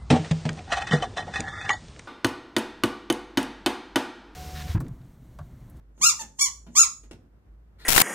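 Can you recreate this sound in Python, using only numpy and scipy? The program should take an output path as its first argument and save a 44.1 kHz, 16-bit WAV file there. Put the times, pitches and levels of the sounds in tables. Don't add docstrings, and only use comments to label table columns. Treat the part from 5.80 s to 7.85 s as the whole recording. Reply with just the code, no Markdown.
import sys
import numpy as np
from scipy import signal
from scipy.fft import rfft, irfft
from scipy.io import wavfile
from scipy.ndimage import uniform_filter1d

SR = 44100
rng = np.random.default_rng(int(sys.argv[2]) if len(sys.argv) > 2 else 0)


def unload_wav(signal):
    wavfile.write(
        sys.argv[1],
        SR,
        np.round(np.clip(np.atleast_2d(signal).T, -1, 1) * 32767).astype(np.int16),
    )


def gain_from_db(level_db):
    decades = np.asarray(level_db, float) / 20
    return 10 ** decades


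N = 90404

# time_s, pitch_hz, level_db
SQUEAKS = [
    [(.209, 771.6, -50.5), (.215, 1052, -28.5), (.244, 1284, -19), (.257, 1396, -25), (.27, 1394, -19.5),
     (.283, 1330, -26), (.297, 1185, -22), (.315, 1051, -35.5), (.345, 860, -50)],
    [(.389, 855, -60), (.393, 912, -31.5), (.416, 878, -31), (.426, 855.8, -42), (.46, 797.5, -53)],
    [(.586, 763.5, -44.5), (.594, 1105, -29.5), (.604, 1086, -29.5), (.617, 1146, -24), (.633, 1147, -27),
     (.648, 1116, -30.5), (.664, 1028, -29.5), (.682, 944.6, -42.5), (.705, 833, -53.5)],
    [(.949, 748, -52), (.954, 1058, -31), (.966, 1146, -23.5), (.984, 1300, -21), (.996, 1379, -21.5),
     (1.01, 1359, -23.5), (1.024, 1302, -23.5), (1.038, 1127, -27), (1.075, 860, -49)],
]
GRIP_TILT = [0.1, -2, 1.5, 0.1]
# freq_hz, gain_db
WHISTLE = [(900, -15), (1250, -10), (2800, -13.5), (4000, -14), (5500, -10.5), (8500, -11.5),
           (11000, -18.5), (15000, -23.5)]
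# start_s, peak_db, knock_hz, decay_s, tick_db
THUDS = [(.179, -50, 226.5, .02, -37), (.205, -48.5, 200, .025, -36), (0.247, -48.5, 111, .02, -37.5),
         (.41, -47.5, 228, .025, -13.5), (0.602, -55, 130, .04, -33), (.866, -47, 220, 0.031, -32.5),
         (0.8668, -56.5, 800, .004, -13), (.96, -53.5, 250.6, 0.022, 0), (1.234, -54, 252.6, 0.012, -17.5),
         (1.3115, -37, 398.6, .003, -19), (1.327, -45.5, 110, .012, -30.5),
         (1.311, -42.5, 910, 0.0027, -12.5), (1.435, -76.5, 406.5, 0.01, -25)]
# freq_hz, gain_db
RUSTLE = [(300, 3.5), (700, -10.5), (1400, 0.5), (1950, 2), (2700, -12), (4000, 0), (5800, -16.5),
          (14000, -19)]
# freq_hz, t60_s
ROOM_T60 = [(300, 0.59), (1000, 0.27), (2500, 0.24), (5000, 0.32), (9000, 0.31), (14000, 0.073)]
# delay_s, left_db, right_db
ECHOES = [(.0021, 1, -15), (.0057, 6, -19), (.012, -5, -8), (.021, -16.5, -0.5)]
# freq_hz, difference_db
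PAN = [(300, 0), (880, -9), (1300, 0), (2800, 10), (5000, -8), (9000, -8), (13000, -3)]
# freq_hz, gain_db
ROOM_TONE = [(25, -15.5), (80, -11), (200, -22.5), (440, -30.5), (700, -37), (1500, -42.5), (3000, -55.5),
             (15000, -73)]
# time_s, level_db
RUMBLE = [(0.0, -56), (0.04, -53), (0.29, -53), (0.31, -63.5), (0.47, -52), (0.64, -66.5), (0.73, -52),
          (0.86, -49), (1.03, -61), (1.08, -51), (1.12, -67.5), (1.26, -47), (1.43, -63), (1.54, -54),
          (1.64, -69), (1.7, -48.5), (1.92, -55.5), (2.05, -50)]


def table(rows, hz):
    rows = np.array(rows, float)
    return np.interp(np.log(np.maximum(hz, 1)), np.log(rows[:, 0]), rows[:, 1])


def unit(x):
    return x / np.sqrt(np.mean(x ** 2))


def shaped(gain, size=N):
    spectrum = rfft(rng.standard_normal(size))
    return unit(irfft(spectrum * gain(np.fft.rfftfreq(size, 1 / SR)), size))


def walk(rate_hz):
    return shaped(lambda f: 1 / (1 + (f / rate_hz) ** 2))


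def cavity(hz):
    centre_hz, width_hz, peak_db = 6723, 1380, 1.5
    return gain_from_db(peak_db) / (1 + (2 * (hz - centre_hz) / width_hz) ** 2)


def whistle(hz):
    return gain_from_db(table(WHISTLE, hz)) + cavity(hz)


def escaping_air():
    from_hz = 9000
    return shaped(lambda f: gain_from_db(table(WHISTLE, f)) / (1 + (from_hz / (f + 1)) ** 6) + cavity(f))


def reed_catch(t):
    below_squeak_db, decay_s, lead_s = -18, .004, .002
    noise = shaped(lambda f: 1 / (1 + (700 / (f + 1)) ** 4) / (1 + f / 6000))
    level = 0
    for squeak in SQUEAKS:
        _, (onset_s, _, onset_db) = squeak[:2]
        fall = np.exp(-np.maximum(t - onset_s, 0) / decay_s)
        level = level + gain_from_db(onset_db + below_squeak_db) * fall * (t > onset_s - lead_s)
    return level * noise


def puff_level(t):
    below_squeak_db, rise_s = -27, 0.017
    level = 0
    for squeak in SQUEAKS:
        _, (onset_s, _, onset_db) = squeak[:2]
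        rise = np.exp(-np.maximum(onset_s - t, 0) / rise_s)
        level = level + gain_from_db(onset_db + below_squeak_db) * rise * (t < onset_s)
    return level


def squeaker(t):
    wobble, air_db = 0.00067, -16
    soft_tilt, full_squeeze_db = 0.31, -18
    flutter_db, flutter_hz = 2.0, 18
    rows = np.concatenate(SQUEAKS)
    pitch_hz = uniform_filter1d(np.interp(t, rows[:, 0], rows[:, 1]), size=130)
    pitch_hz = pitch_hz * (1 + wobble * walk(150))
    level_db = np.interp(t, rows[:, 0], rows[:, 2])
    sounding = sum(1. * (t > s[0][0]) * (t < s[-1][0]) for s in SQUEAKS)
    sounding = uniform_filter1d(sounding, size=90)
    phase = 2 * np.pi * np.cumsum(pitch_hz) / SR
    grip_tilt = np.interp(t, [s[2][0] for s in SQUEAKS], GRIP_TILT)
    tilt = soft_tilt * (level_db - full_squeeze_db) + grip_tilt

    air = escaping_air()
    tone = gain_from_db(air_db) * air
    for k, start in enumerate(rng.uniform(0, 2 * np.pi, size=16), start=1):
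        overtone_hz = k * pitch_hz
        gain = whistle(overtone_hz) * gain_from_db(tilt * np.log2(k) + flutter_db * walk(flutter_hz))
        tone = tone + gain * (overtone_hz < SR / 2.6) * np.sin(k * phase + start)
    return tone * gain_from_db(level_db) * sounding * np.sqrt(2) + puff_level(t) * air + reed_catch(t)


def thuds(t):
    out = 0
    for start_s, peak_db, knock_hz, decay_s, tick_db in THUDS:
        def colour(f):
            detune = f / knock_hz - knock_hz / (f + 1)
            knock = 1 / (1 + (1.9 * detune) ** 2) ** 0.93
            return knock + gain_from_db(tick_db) / (1 + (f / 4000) ** 2)
        fall = (t > start_s) * np.exp(-np.maximum(t - start_s, 0) / decay_s)
        out = out + gain_from_db(peak_db) * shaped(colour) * fall
    return out


def rustle(t):
    start_s, rise_s, level_db = 1.978, 0.0164, -58
    rise = np.clip((t - start_s) / rise_s, 0, 1) ** 2
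    noise = shaped(lambda f: gain_from_db(table(RUSTLE, f)) * (f > 250))
    return gain_from_db(level_db + 2.0 * walk(56)) * rise * noise


def reverb_tail(t):
    level_db, gap_s = -4.5, 0.0022
    tail = 0
    for hz in 60 * 2. ** np.arange(9):
        band = shaped(lambda f: np.maximum(1 - np.abs(np.log2(f / hz + 1e-9)), 0) ** .5, size=len(t))
        decay = gain_from_db(-60 * t / max(table(ROOM_T60, hz), .05))
        tail = tail + np.sqrt(hz / SR) * band * decay
    tail = tail * np.clip(t / gap_s - 1, 0, 1)
    return gain_from_db(level_db) * tail / np.sqrt(np.sum(tail ** 2))


def room(x):
    left_lag_s, alike_hz, balance_db = .0001, 880, -1
    size = SR * 3 // 4
    margin = 64
    t = np.arange(size) / SR
    f = np.fft.rfftfreq(size, 1 / SR)
    mid_tail, side_tail = [rfft(reverb_tail(t)) for _ in range(2)]
    apart = f / (f + alike_hz)
    fade = np.clip(4 - 5 * t / t[-1], 0, 1)

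    def late(delay_s):
        return np.exp(-2j * np.pi * f * (delay_s + margin / SR))

    out = []
    for sign, lag_s in ((1, left_lag_s), (-1, 0)):
        early = gain_from_db(table(PAN, f) * sign / 2) * late(lag_s)
        for delay_s, left_db, right_db in ECHOES:
            echo_db = (left_db + right_db) / 2 + apart * sign * (left_db - right_db) / 2
            early = early + gain_from_db(echo_db) * late(delay_s + lag_s)
        tail = (mid_tail + sign * apart * side_tail) / np.sqrt(1 + apart ** 2)
        response = irfft(early + tail, size) * fade
        heard = signal.fftconvolve(x, response)[margin:N + margin]
        out.append(gain_from_db(balance_db * sign / 2) * heard)
    return np.array(out)


def room_tone():
    level_db, side_db, alike_hz = -61, -9, 500
    mid = shaped(lambda f: gain_from_db(table(ROOM_TONE, f)) / (1 + (45 / (f + 1)) ** 4))
    side = gain_from_db(side_db) * shaped(lambda f: gain_from_db(table(ROOM_TONE, f)) * f / (f + alike_hz))
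    return gain_from_db(level_db + walk(12)) * (mid + side * np.array([[1], [-1]]))


def rumble(t):
    centre_hz, drift = 54, .05
    phase = 2 * np.pi * np.cumsum(centre_hz * (1 + drift * walk(6.6))) / SR
    level_db = np.interp(t, *np.array(RUMBLE).T) + np.array([[-.4], [.4]])
    return np.sqrt(2) * np.sin(phase) * gain_from_db(level_db)


def hiss():
    return gain_from_db(-86.5) * rng.standard_normal((2, N))


def scene():
    t = np.arange(N) / SR
    sources = squeaker(t) + thuds(t) + rustle(t)
    return room(sources) + room_tone() + rumble(t) + hiss()


def band_limit(x):
    return signal.sosfilt(signal.butter(12, 15770, fs=SR, output="sos"), x)


def record(dry):
    notch_hz, notch_width_hz, notch_db = 11677, 330, -60
    lift_hz, lift_width_hz, lift_db = 13940, 370, 8.5
    top_hz = 14550
    f = np.fft.rfftfreq(N, 1 / SR)
    lift = lift_db * np.exp(-((f - lift_hz) / lift_width_hz) ** 4)
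    notch = notch_db * np.exp(-((f - notch_hz) / notch_width_hz) ** 4)
    response = gain_from_db(lift + notch) / (1 + (f / top_hz) ** 120) ** .5
    mix = irfft(rfft(dry) * response, N)
    return band_limit(mix)


dry = scene()
out = record(dry)
unload_wav(out)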